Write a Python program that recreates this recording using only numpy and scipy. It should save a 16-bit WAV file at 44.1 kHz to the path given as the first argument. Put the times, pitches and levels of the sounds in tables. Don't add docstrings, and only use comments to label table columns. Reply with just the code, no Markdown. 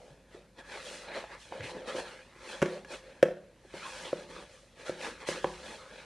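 import sys
import numpy as np
from scipy import signal
from scipy.fft import rfft, irfft
from scipy.io import wavfile
from scipy.ndimage import uniform_filter1d

SR = 44100
rng = np.random.default_rng(int(sys.argv[2]) if len(sys.argv) > 2 else 0)


def int16_out(signal):
    q = np.round(np.clip(np.atleast_2d(signal).T, -1, 1) * 32767)
    wavfile.write(sys.argv[1], SR, q.astype(np.int16))


N = 266805

# [f/Hz, relative level/dB, t60/s]
THUD = [(200, 1, 0.0031), (399, 1, 0.031), (530.5, 16, 0.023)]


def kneading(drag_db=0.0, rub_db=-0.45, scrape_db=1.5, fizz_db=0.0, grip_db=-0.18, wall_db=-7):
    # [f/Hz, spectral density/dB per Hz]
    rub_colour = [(160, -6.5), (280, -8), (390, -2.5), (530, 2.5), (700, -7), (1750, -5), (4300, -9),
                  (5000, -11.5), (7500, -20), (9600, -21.5), (11500, -34)]
    pressure, rub, fizz = effort()
    grip = gain_of(grip_db * flutter(rate_hz=160))

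    friction = patchy(coloured(slips(per_s=8000, size_db=0.5), rub_colour))
    crackle = through_wall(across_bowl(friction))
    flour = coloured(rng.standard_normal((2, N)), rub_colour)
    powder = through_wall(across_bowl(flour))
    wall = evened(signal.oaconvolve(crackle, ringing(long_ring())[None], axes=1)[:, :N])

    drag = evened(band(crackle, 175, 600) + gain_of(wall_db) * wall)
    out = gain_of(drag_db) * grip * pressure * drag
    out += gain_of(rub_db) * grip * rub * band(crackle, 857, 2040)
    scrape = np.sqrt(rub * fizz)
    out += gain_of(scrape_db) * scrape * band(crackle, 2380, 4710)
    out += gain_of(fizz_db) * fizz * band(powder, 5540, 13500)
    return spread(*out)


def effort(swell_shape=1.03):
    # [t/s when full, rubbing level/dB, rise/s, hold/s, fall/s,
    # pressure on the wall/dB over the rubbing, floury fizz/dB over the rubbing]
    pushes = [(0.01, -66.5, 0.076, 0.087, 0.094, 10, -5), (0.338, -60.0, 0.035, 0.019, 0.073, 1, -10),
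              (0.591, -52, 0.014, 0.015, 0.01, 0, -12), (0.724, -46.5, 0.051, 0.052, 0.082, -3.5, -11),
              (0.86, -51, 0.04, 0.094, 0.097, -1, -2), (1.1, -48.5, 0.083, 0.023, 0.091, 0, -34),
              (1.161, -44.5, 0.028, 0.021, 0.065, -3, -12), (1.321, -48, 0.031, 0.024, 0.026, -2, -16.5),
              (1.405, -60, 0.021, 0.009, 0.15, -13, 0), (1.542, -53.5, 0.035, 0.031, 0.25, 6, -12.5),
              (1.636, -50.5, 0.0071, 0.08, 0.013, -1, -6.5), (1.746, -53, 0.043, 0.06, 0.049, 6, -13),
              (1.881, -42, 0.013, 0.0083, 0.059, 0.5, -10.5), (1.97, -43, 0.021, 0.03, 0.026, 5.5, -7.5),
              (2.067, -51, 0.09, 0.013, 0.14, -1, -9.5), (2.502, -47.5, 0.071, 0.027, 0.1, -2, -7),
              (2.64, -54, 0.023, 0.11, 0.063, 8.5, -7.5), (2.923, -47, 0.027, 0.016, 0.045, 1.5, -6.5),
              (3.062, -59.5, 0.049, 0.031, 0.22, 1, -11), (3.75, -48.5, 0.01, 0.032, 0.034, -1, -12),
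              (3.867, -49.5, 0.094, 0.17, 0.12, -4, -4.5), (4.053, -49, 0.02, 0.011, 0.048, 4, -15),
              (4.19, -54.5, 0.064, 0.041, 0.035, 4, -9.5), (4.303, -54, 0.021, 0.12, 0.049, 3, -8.5),
              (4.362, -49.5, 0.0096, 0.005, 0.0082, 0, -16), (4.534, -64.5, 0.083, 0.023, 0.14, -9, -0.5),
              (4.804, -54.5, 0.028, 0.026, 0.027, -2.5, -8), (4.865, -44.5, 0.013, 0.018, 0.054, -3, -9.0),
              (5.033, -43, 0.039, 0.036, 0.059, 0.5, -8), (5.207, -49.5, 0.018, 0.015, 0.043, 0, -12.5),
              (5.277, -43.5, 0.0068, 0.024, 0.045, -1, -1.5),
              (5.314, -44.5, 0.027, 0.066, 0.03, -1.5, -10.5), (5.444, -55, 0.087, 0.067, 0.29, -0.5, -3.5),
              (5.664, -50, 0.037, 0.072, 0.075, 2, -7.5), (5.958, -53.5, 0.11, 0.03, 0.24, 1, -11)]
    # pressure, rubbing, fizz [level/dB]
    resting = (-69.5, -76, -87)
    t = np.arange(N) / SR
    power = gain_of(resting)[:, None] ** 2 * np.ones(N)
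    for s, db, rise_s, hold_s, fall_s, pressure_db, fizz_db in pushes:
        before = np.maximum((s - t) / rise_s, 0)
        after = np.maximum((t - s - hold_s) / fall_s, 0)
        full = gain_of(db + np.array([pressure_db, 0, fizz_db]))
        power += full[:, None] ** 2 * np.exp(-2 * (before + after) ** swell_shape)
    return np.sqrt(power)


def slips(per_s, size_db):
    size = gain_of(size_db * np.minimum(rng.exponential(1, (2, N)), 4))
    happens = rng.random((2, N)) < per_s / SR
    return size * rng.standard_normal((2, N)) * happens


def patchy(x, patch_db=2.0):
    z = signal.stft(x, nperseg=512, noverlap=384)[2]
    field = rng.standard_normal(z.shape[1:])
    field = uniform_filter1d(field, size=7, axis=0)
    field = uniform_filter1d(field, size=16, axis=1)
    varied = z * gain_of(patch_db * evened(field))
    return signal.istft(varied, nperseg=512, noverlap=384)[1][:, :N]


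def across_bowl(x, echo_db=-9, delay_s=0.001306, travel=0.208):
    n = np.arange(N)
    late = n - delay_s * SR * np.exp(travel * flutter(rate_hz=4.05))
    return x + gain_of(echo_db) * np.array([np.interp(late, n, channel) for channel in x])


def through_wall(x, lift_db=5.0, width_hz=65):
    wall_hz = [862, 1676, 2505, 3383, 4118, 5595, 8534]
    near = sum(1 / (1 + (2 * (bins(x) - hz) / width_hz) ** 2) for hz in wall_hz)
    return irfft(rfft(x) * gain_of(lift_db * near), N)


def bowl():
    # [t/s, strength/dB, sway of the low modes under a soft palm/dB, snap/dB over the strength]
    knocks = [(0.346, -40, 30, -18), (1.349, -43.5, -9, -7), (1.522, -35, -1, -18), (1.755, -33, -9, -37),
              (1.767, -31.5, 14, -23), (1.95, -27.5, 10, -21), (2.36, -47.5, 11.5, -21.5),
              (2.6185, -22, 0, -4.5), (2.6256, -12.5, 12.5, -10.5), (2.659, -29, 12.5, -6),
              (2.848, -45, 11, 0.5), (2.904, -39, 6, -22), (3.2277, -5, -6.5, -15.5),
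              (3.2334, -19.5, 8.5, -26), (3.649, -45, 13, -35.5), (3.739, -31.5, 12, -17),
              (4.1291, -17.5, 1.5, -31), (4.631, -50, 0, -15.5), (4.894, -21.5, 6.5, -17),
              (5.2872, -20.5, 9, -13), (5.4439, -17.5, 7.5, -20)]
    # [t/s, level/dB, f/Hz, t60/s]
    pops = [(1.24, -32.5, 747, 0.028), (1.523, -27, 810, 0.016), (1.607, -33, 1820, 0.013),
            (2.6196, -20.5, 175, 0.055), (2.6262, -27, 1035, 0.014), (4.1292, -31, 1200, 0.016),
            (5.013, -34, 2310, 0.014), (5.4437, -15, 882, 0.016)]
    # [multiple of its pitch, relative level/dB]
    cavity = [(.91, 0.5), (1.1, 0), (1.7, -11), (2.452, -17.5), (3.65, -16.5)]
    # [t/s at the middle, level/dB, half-length/s, start f/Hz, end f/Hz]
    squelches = [(0.768, -48, 0.03, 480, 537), (1.154, -46, 0.076, 2500, 1350),
                 (1.174, -37, 0.032, 554, 506), (1.651, -47, 0.085, 1900, 2720),
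                 (3.857, -45, 0.067, 1540, 770), (4.071, -49, 0.053, 3440, 2750),
                 (5.83, -55, 0.095, 1250, 1150)]
    # [t/s, level/dB, decay/s, f/Hz]
    shoves = [(0.1, -55.5, 0.055, 152), (1.593, -39.5, 0.078, 102), (5.438, -58, 0.25, 54.5)]
    out = np.zeros(N)
    t = np.arange(SR // 2) / SR
    for s, *blow in knocks:
        add(out, s, knock(*blow))
    for s, db, hz, t60 in pops:
        opening = 1 - np.exp(-t * hz * 2)
        partials = [(hz * multiple, db + level, t60) for multiple, level in cavity]
        add(out, s, opening * ringing(partials))
    for s, db, half_s, *glide in squelches:
        add(out, s - half_s, squelch(db, half_s, *glide))
    for s, db, decay_s, hz in shoves:
        shudder = band(rng.standard_normal(len(t)), hz / 1.26, hz * 1.22)
        add(out, s, gain_of(db) * shudder * np.exp(-2 * (t / decay_s) ** 2))
    return out


def knock(db, sway_db, snap_db, contact_s=0.00033, swell_s=0.0014, grit_db=-18, grit_s=0.006, snap_lead_s=0.001):
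    # [f/Hz, relative level/dB, t60/s]
    snap_modes = [(1124, -21, 0.0068), (1700, -5, 0.021), (1930, 2.5, 0.003), (2490, -2.5, 0.0029),
                  (5430, -4.5, 0.0017), (7080, -20, 0.0011)]
    t = np.arange(SR // 2) / SR
    modes = [(hz, level + sway_db * (hz < 430), t60) for hz, level, t60 in THUD + long_ring()]
    bending = ringing(modes) * (1 - np.exp(-t / swell_s))
    body = signal.fftconvolve(bending, np.exp(-t / contact_s))[:len(t)]
    chatter = gain_of(grit_db) * rng.standard_normal(len(t)) * np.exp(-t / grit_s)
    contact = (t == 0) + chatter
    out = gain_of(snap_db) * signal.fftconvolve(contact, ringing(snap_modes))[:len(t)]
    add(out, snap_lead_s, body / abs(body).max())
    thinned = signal.butter(2, 115, "high", fs=SR, output="sos")
    return gain_of(db) * signal.sosfilt(thinned, out)


def long_ring(ring_s=0.33, ring_fall=0.49):
    # [f/Hz, relative level/dB]
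    ring = [(166, -27), (200, -28), (363, -23), (393, -32), (503, -32), (520, -23), (543, -32), (574, -32),
            (865, -34)]
    main_hz = THUD[-1][0]
    return [(hz, db, ring_s * (main_hz / hz) ** ring_fall) for hz, db in ring]


def squelch(db, half_s, start_hz, end_hz, width_share=0.39, per_s=1800):
    swell = np.hanning(round(2 * half_s * SR))
    hz = np.geomspace(start_hz, end_hz, len(swell))
    snaps = rng.choice([-1., 1.], SR) * (rng.random(SR) < per_s / SR)
    width_hz = width_share * hz.mean()
    once = resonate(snaps[:len(swell)], hz, width_hz)
    return gain_of(db) * swell * evened(resonate(once, hz, width_hz))


def resonate(x, hz, width_hz):
    turn = np.exp(2j * np.pi * np.cumsum(hz) / SR)
    r = np.exp(-np.pi * width_hz / SR)
    return 2 * (turn * signal.lfilter([1 - r], [1, -r], x / turn)).real


def kitchen(x, build_s=0.02):
    # [f/Hz, t60/s]
    decay = [(150, 1), (500, 0.45), (9000, 0.31)]
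    taps = rng.choice([-1., 1.], (2, SR)) * (rng.random((2, SR)) < 3000 / SR)
    hz, t, z = signal.stft(taps, SR, nperseg=256)
    dying = np.exp(-np.log(1000) * t / read(decay, hz)[:, None])
    building = 1 - np.exp(-(t / build_s) ** 2)
    tail = signal.istft(z * dying * building, SR, nperseg=256)[1]
    tail = tail / np.linalg.norm(tail[0])
    return spread(*signal.fftconvolve(x[None], tail, axes=1)[:, :N])


def room_tone(air_db=-64, hum_db=-69, hum_hz=48.8):
    # [f/Hz, spectral density/dB per Hz]
    quiet = [(20, -22.5), (42, 3), (190, 0), (550, -11), (1100, -16.5), (11000, -29.5)]
    tone = np.sqrt(2) * np.sin(2 * np.pi * hum_hz * np.arange(N) / SR)
    hum = tone * (1 + 0.24 * flutter(rate_hz=11))
    air = spread(*coloured(rng.standard_normal((2, N)), quiet))
    return gain_of(air_db) * air + gain_of(hum_db) * hum


def spread(mid, side):
    # [f/Hz, coherence from 0 to 1]
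    likeness = [(500, 0.97), (2600, 0.95), (4500, 0.85), (8000, 0.34)]
    same = np.clip(read(likeness, bins(mid)), 0, 1)
    apart = irfft(rfft(side) * np.sqrt((1 - same) / (1 + same)), N)
    return np.array([mid + apart, mid - apart])


def ringing(modes):
    t = np.arange(SR // 2) / SR
    out = np.zeros(len(t))
    for hz, db, t60 in modes:
        out += gain_of(db) * np.exp(-np.log(1000) * t / t60) * np.sin(2 * np.pi * hz * t)
    return out


def flutter(rate_hz):
    x = rng.standard_normal(N)
    return evened(irfft(rfft(x) * np.exp(-(bins(x) / rate_hz) ** 2), N))


def coloured(x, points):
    return evened(irfft(rfft(x) * gain_of(read(points, bins(x))), x.shape[-1]))


def band(x, lo_hz, hi_hz):
    edges = [lo_hz, min(hi_hz, SR / 2 - 1)]
    return evened(signal.sosfilt(signal.butter(3, edges, "band", fs=SR, output="sos"), x))


def gain_of(db):
    return 10 ** (np.asarray(db) / 20)


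def evened(x):
    return x / np.sqrt(np.mean(x ** 2) + 1e-20)


def read(points, hz):
    f, value = np.transpose(points)
    return np.interp(np.log(hz + 1), np.log(f + 1), value)


def bins(x):
    return np.fft.rfftfreq(x.shape[-1], 1 / SR)


def add(mix, s, sound):
    part = mix[max(round(s * SR), 0):][:len(sound)]
    part += sound[:len(part)]


def scene(room_db=-13):
    # [delay/s, level/dB]
    reflections = [(0.014, -17), (0.0269, -18.5), (.047, -29.5), (.0565, -21.5)]
    blows = bowl()
    echoes = np.zeros(N)
    for delay, db in reflections:
        add(echoes, delay, gain_of(db) * blows)
    echoes = signal.sosfilt(signal.butter(2, 1800, fs=SR, output="sos"), echoes)
    scattered = signal.sosfilt(signal.butter(2, 560, "high", fs=SR, output="sos"), blows)
    return kneading() + blows + echoes + gain_of(room_db) * kitchen(scattered) + room_tone()


def record(dry, edge_hz=11850):
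    lowpass = signal.firwin(401, edge_hz, window=("kaiser", 8), fs=SR)
    return signal.oaconvolve(dry, lowpass[None], "same")


dry = scene()
out = record(dry)
int16_out(out)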